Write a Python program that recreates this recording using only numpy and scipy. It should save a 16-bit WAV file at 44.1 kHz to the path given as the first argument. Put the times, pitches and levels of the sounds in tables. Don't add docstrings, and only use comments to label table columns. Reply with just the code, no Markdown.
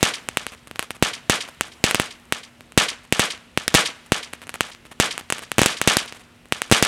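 import sys
import numpy as np
from scipy import signal
from scipy.io import wavfile
from scipy.ndimage import uniform_filter1d

SR = 44100
rng = np.random.default_rng(int(sys.argv[2]) if len(sys.argv) > 2 else 0)


def inscribe(sig):
    pcm = np.round(np.clip(np.atleast_2d(sig).T, -1, 1) * 32767)
    wavfile.write(sys.argv[1], SR, pcm.astype(np.int16))


N = 302967


def undb(db):
    return 10 ** (np.asarray(db) / 20)


def level(x, db):
    return x * undb(db) / np.sqrt(np.mean(x ** 2))


def band(x, hz, width_hz):
    return signal.lfilter(*signal.iirpeak(hz, hz / width_hz, SR), x)


def walk(rate):
    hold = int(SR / rate)
    steps = np.repeat(rng.standard_normal(N // hold + 1), hold)
    slewed = uniform_filter1d(uniform_filter1d(steps, hold), hold)
    return 1.3 * slewed[:N]


# (f/Hz, relative level/dB per Hz)
NIGHT_SPECTRUM = [(25, -24), (45, 8.5), (110, 0), (200, -7.5), (400, -12), (2800, -21.5), (5500, -34),
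                  (9400, -35.5), (12000, -39), (15500, -34)]
# (t/s, relative level/dB)
JET_BURN = [(0, 8), (.6, -2), (1.8, 2.5), (3.0, -3), (4.0, 0), (5.3, -1.5), (6.3, -1.5), (6.87, -1)]
NIGHT_DB = -48


def night():
    f, shape_db = np.transpose(NIGHT_SPECTRUM)
    burn_db = np.interp(np.arange(N) / SR, *np.transpose(JET_BURN))
    bed = 0
    for hz in 30 * 2 ** np.arange(0, 9.1, .5):
        noise = band(band(rng.standard_normal(N), hz, hz / 2), hz, hz / 2)
        flicker_db = 1.5 * walk(9)
        colour_db = np.interp(np.log(hz), np.log(f), shape_db)
        jet_share = min(hz / 600, 1)
        bed = bed + undb(colour_db + flicker_db + burn_db * jet_share) * noise
    return level(bed, NIGHT_DB)


HUM_HZ, HUM_DB, HUM_WAVER_DB = 239, -57.5, 0.5


def hum():
    hz = HUM_HZ + 1.8 * walk(8)
    tone = np.sin(2 * np.pi * np.cumsum(hz) / SR)
    return level(undb(HUM_WAVER_DB * walk(22)) * tone, HUM_DB)


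BLAST_MS, BLAST_FALL = 0.13, 1.15


def blast(t_ms):
    u = np.maximum(t_ms, 0) / BLAST_MS
    front = np.clip(t_ms * SR / 1000 + .5, 0, 1)
    return front * (1 - u) * np.exp(-BLAST_FALL * u)


# (lag t/ms, level/dB against the direct blast)
CLOSE_EDGES = [(0.436, -19.5), (0.748, -14.5)]
BOUNCE_DB = -4
NEAR_MS, NEAR_SPREAD_MS, NEAR_DB = 0.347, 0.41, -15.5
SUCTION_MS, SUCTION_DB = 0.48, -13
SUCTION_GROWTH = 0.065


def star(late_ms, db, suction_db, lag_ms, place):
    t = np.arange(256) * 1000 / SR - late_ms
    pull_ms = SUCTION_MS * undb(SUCTION_GROWTH * max(db + suction_db, 0))
    u = np.maximum(t - BLAST_MS, 0) / pull_ms
    pull = undb(SUCTION_DB + suction_db) * np.e * u * np.exp(-u)
    near_ms = NEAR_MS + NEAR_SPREAD_MS * place
    paths = [(0, 0), (lag_ms, BOUNCE_DB), (near_ms, NEAR_DB)] + CLOSE_EDGES
    pressure = sum(undb(path_db) * blast(t - path_ms) for path_ms, path_db in paths)
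    return undb(db) * (pressure - pull)


# (delay t/ms, t60 t/ms, centre f/Hz, width f/Hz,
#                               level/dB of the scatter before its swell and decay)
REFLECTING_THINGS = [(.8, 16.4, 6050, 5000, -30), (1.4, 47, 1460, 3150, -28.5), (5.1, 21, 2030, 6000, -28),
                     (5.67, 27, 910, 2200, -46.5), (10.3, 29, 6300, 4500, -42),
                     (10.3, 82, 1040, 3200, -34.5), (21.63, 16.6, 4000, 3100, -30),
                     (22.3, 55, 1990, 2700, -33), (31.4, 54, 980, 1600, -31), (40.1, 54, 910, 3100, -31),
                     (43.4, 71, 240, 650, -39), (55, 75, 2800, 5600, -40), (47, 195, 1370, 2770, -39),
                     (70.7, 64, 1160, 1100, -35.5), (85.7, 57, 510, 350, -46),
                     (105.6, 78, 2800, 2500, -36.5), (109.3, 66, 8500, 3100, -48),
                     (123, 29, 5000, 1500, -37.5), (131, 126, 680, 2500, -47.5),
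                     (149.8, 60, 1340, 2200, -48.5), (8, 620, 1280, 2220, -47), (8, 250, 3300, 4900, -51),
                     (4.07, 324, 240, 285, -42.5)]
GRIT_DB = 3.5
RISE_PER_DELAY, RISE_PER_T60 = 0.022, 0.018
AIR_HZ = 14100


def surroundings():
    t = np.arange(SR // 2) * 1000 / SR
    answer = 0
    for delay, t60, hz, width_hz, db in REFLECTING_THINGS:
        u = np.maximum(t - delay, 0)
        rise = RISE_PER_DELAY * delay + RISE_PER_T60 * t60
        swell = 1 - np.exp(-(u / rise) ** 2)
        decay = np.exp(-np.log(1000) * u / t60)
        noise = rng.standard_normal(len(t))
        facets = noise * undb(GRIT_DB * np.minimum(rng.exponential(size=len(t)), 4))
        coloured = band(band(facets, hz, width_hz), hz, 2 * width_hz)
        answer = answer + swell * decay * level(coloured, db)
    return signal.sosfilt(signal.butter(6, AIR_HZ, fs=SR, output="sos"), answer)


# (t/s, blast level/dB, echo send level/dB against the blast,
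#  suction level/dB on top of SUCTION_DB, ground bounce lag t/ms)
BURSTS = [(0.0084, -21, 8.5, -1, .07), (0.029, 14.5, -1.5, 0, .15), (0.288, -1.5, -12.5, -6.5, .11),
          (0.3719, 7, -9.5, -11, 0.095), (0.4668, -5.5, -9, -6.5, 0.093), (0.5209, -24, -1, 1, .09),
          (0.6728, -23.5, -12, 4, 0.091), (0.7123, -15.5, -10, 4, 0.074), (0.7588, -15, -9, -7, 0.062),
          (0.7936, 1, -11, -6.5, 0.083), (0.8267, -9, -17, -13, 0.087), (0.9066, -6, -12, -3.5, 0.077),
          (0.9669, -27, -8, 6, .11), (1.0254, 13, -2.5, 2, 0.093), (1.2976, 12, 1, 0, .14),
          (1.4778, -27.5, -9, 8.5, 0.13), (1.61, 6, -10.5, -10.5, .11), (1.8405, 11, 0.5, 1.5, 0.16),
          (1.8409, 9, -23, -20, 0.045), (1.9111, 3, -9, -18, 0.088), (1.9465, 10.5, -10, -8.5, 0.11),
          (1.9558, -6, -14, 1, .02), (1.9987, 5.5, -3, 2, 0.082), (2.0179, -8, -12, -6, .11),
          (2.3241, 6.5, -6.5, -7, 0.082), (2.6082, -23, -8, 3, .07), (2.7217, -21.5, -13, -9, 0.096),
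          (2.7763, 16, 0, 1.5, .11), (3.1249, 5.5, 0, 4, 0.11), (3.1253, 4, -25, -15, 0.075),
          (3.1951, 10.5, 2.5, -1, .11), (3.377, -27, -8, -1, .055), (3.5753, 5.5, -7, 0, 0.075),
          (3.6799, 9, -13, -20, 0.19), (3.68044, 0.5, -19, -20, 0.021), (3.7422, 8.5, 0.5, -2, 0.18),
          (3.7484, 17.5, 0, -1, .14), (4.1207, 11, -3.5, 2.5, 0.096), (4.3314, -18, -8, -12, .09),
          (4.3351, -9.5, -12, -3, 0.091), (4.4178, -20.4, -7, -2, 0.076), (4.4701, -21.5, -11, 0, .11),
          (4.4775, -25, -15, 2, .09), (4.4935, -9.5, -9, -13, 0.088), (4.5416, -11, -6, -4, 0.094),
          (4.6078, 10, -11.5, -9.5, 0.095), (4.7489, -23, -10, -6, 0.052), (4.8532, -28, -3, 7, 0.077),
          (4.9162, -24.5, -3, 7, 0.081), (5.0, 12, 1, 0, .13), (5.179, -4.5, -11.5, -13, 0.096),
          (5.2107, -22, -14, 5, 0.059), (5.3022, -0.5, -10, -8, .1), (5.3243, 5, -7, -9, .12),
          (5.3832, -13, -7, -13, 0.099), (5.3928, -15, -13, -9, .09), (5.4216, -23, 4, 4, .11),
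          (5.5175, -1, -12, -8, 0.092), (5.5831, 11.5, -4.5, 0, 0.11), (5.592, 9.5, -3, 1, 0.09),
          (5.6169, 11, -3.5, 3, .13), (5.6331, 6, -19, -10, 0.14), (5.6602, 11, -2.5, -4.5, 0.13),
          (5.8154, 7, -6.5, -9, .11), (5.8752, 15.5, 0.5, -1, 0.13), (5.969, 12.5, -10, -6, .2),
          (6.1245, -15.5, -2, 0, 0.055), (6.1955, -32.5, 6, -2, 0.19), (6.4566, -30.5, -2, 8, 0.086),
          (6.5236, 6.5, -8, -4, 0.077), (6.6188, 2.5, -10.5, -18, 0.096), (6.699, -20.2, 2, -3, .09),
          (6.7145, 10, 0.5, 4, .14), (6.7233, 16, -1, 2.5, 0.1), (6.8258, 16.5, -4.5, -4, 0.14),
          (6.8504, -0.5, -15, -18, .09)]
SHARED = 0.96


def crackle(places=3):
    direct, sent = np.zeros(N + 256), np.zeros((places, N))
    near_places = rng.random(len(BURSTS))
    for k, (s, db, echo_db, suction_db, lag_ms) in enumerate(BURSTS):
        i = int(s * SR)
        late_ms = (s * SR - i) * 1000 / SR
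        direct[i:i + 256] += star(late_ms, db, suction_db, lag_ms, near_places[k])
        sent[k % places, i] += undb(db + echo_db)
    echo = np.sqrt(SHARED) * signal.fftconvolve(sent.sum(0), surroundings())[:N]
    for clicks in sent:
        echo += np.sqrt(1 - SHARED) * signal.fftconvolve(clicks, surroundings())[:N]
    return direct[:N] + echo


SPARKS_PER_S = 12
SPARK_DB, SPARK_SPREAD_DB = -42, 5


def sparks():
    gap, boost = -np.log(1 - rng.random((400, 2))).T
    i = (np.cumsum(gap) / SPARKS_PER_S * SR).astype(int)
    db = SPARK_DB + np.minimum(SPARK_SPREAD_DB * boost, 10)
    ticks = np.zeros(N)
    ticks[i[i < N]] = undb(db[i < N])
    return band(band(ticks, 8200, 8000), 8300, 9000)


# (t/s, length t/ms, body level/dB)
NOISE_BURSTS = [(.521, 31, -44), (0.673, 10, -45), (.75, 23, -50), (0.798, 15, -38.5), (0.829, 19, -41),
                (0.909, 10, -39.5), (.946, 21.4, -45), (1.478, 20.5, -41), (1.677, 8.9, -43),
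                (3.033, 24, -52), (3.70, 40, -49), (4.06, 10, -48), (4.336, 22, -47.5), (4.42, 23, -44.5),
                (4.496, 12, -42), (4.543, 18, -35.5), (4.682, 26, -41.5), (4.854, 18, -47),
                (4.911, 21, -44.5), (5.187, 15, -36.5), (5.304, 4.9, -33), (5.422, 19, -38),
                (5.661, 2.5, -13), (5.9698, 2.4, -13), (6.052, 11, -40), (6.145, 31, -44), (6.197, 24, -49)]
FIZZ_TREBLE_DB, FIZZ_SHARP_MS = -10.5, 3.1


def fizz():
    t, body, top = np.arange(N) / SR, np.zeros(N), np.zeros(N)
    for s, ms, db in NOISE_BURSTS:
        from_edge_s = np.minimum(t - s, s + ms / 1000 - t)
        gate = undb(db) * np.clip(from_edge_s / 0.0019, 0, 1)
        body += gate
        top += undb(FIZZ_TREBLE_DB) * (1 + FIZZ_SHARP_MS / ms) ** 2 * gate
    sputter = rng.standard_normal(N) * undb(3 * walk(900))
    dull = level(band(band(sputter, 910, 2200), 1000, 3300), 0)
    bright = level(band(band(sputter, 5500, 11000), 6500, 14000), 0)
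    return body * dull + top * bright


def scene():
    return (crackle() + fizz() + sparks() + night() + hum())[None]


# (f/Hz, width f/Hz, level/dB)
MIC_RESONANCES = [(2900, 2380, -4.5), (8940, 4940, 1.5)]
MEMBRANE_DB = 11.5
MIC_LOW_HZ, MIC_LOW_DAMP, MIC_HIGH_HZ = 77.4, 1.23, 11640
TOP_HZ = 16300


def record(dry):
    x = dry + sum(undb(db) * band(dry, hz, width_hz) for hz, width_hz, db in MIC_RESONANCES)
    x = undb(MEMBRANE_DB) * np.tanh(x / undb(MEMBRANE_DB))
    w = 2 * np.pi * MIC_LOW_HZ
    low_cut = signal.bilinear([1, 0, 0], [1, 2 * MIC_LOW_DAMP * w, w * w], SR)
    x = signal.lfilter(*low_cut, x)
    x = signal.sosfilt(signal.butter(2, MIC_HIGH_HZ, fs=SR, output="sos"), x)
    clipped = np.clip(x, -1, 1)
    x = signal.sosfilt(signal.ellip(8, .2, 70, TOP_HZ, fs=SR, output="sos"), clipped)
    return np.clip(x, -1, 1)


dry = scene()
out = record(dry)
inscribe(out)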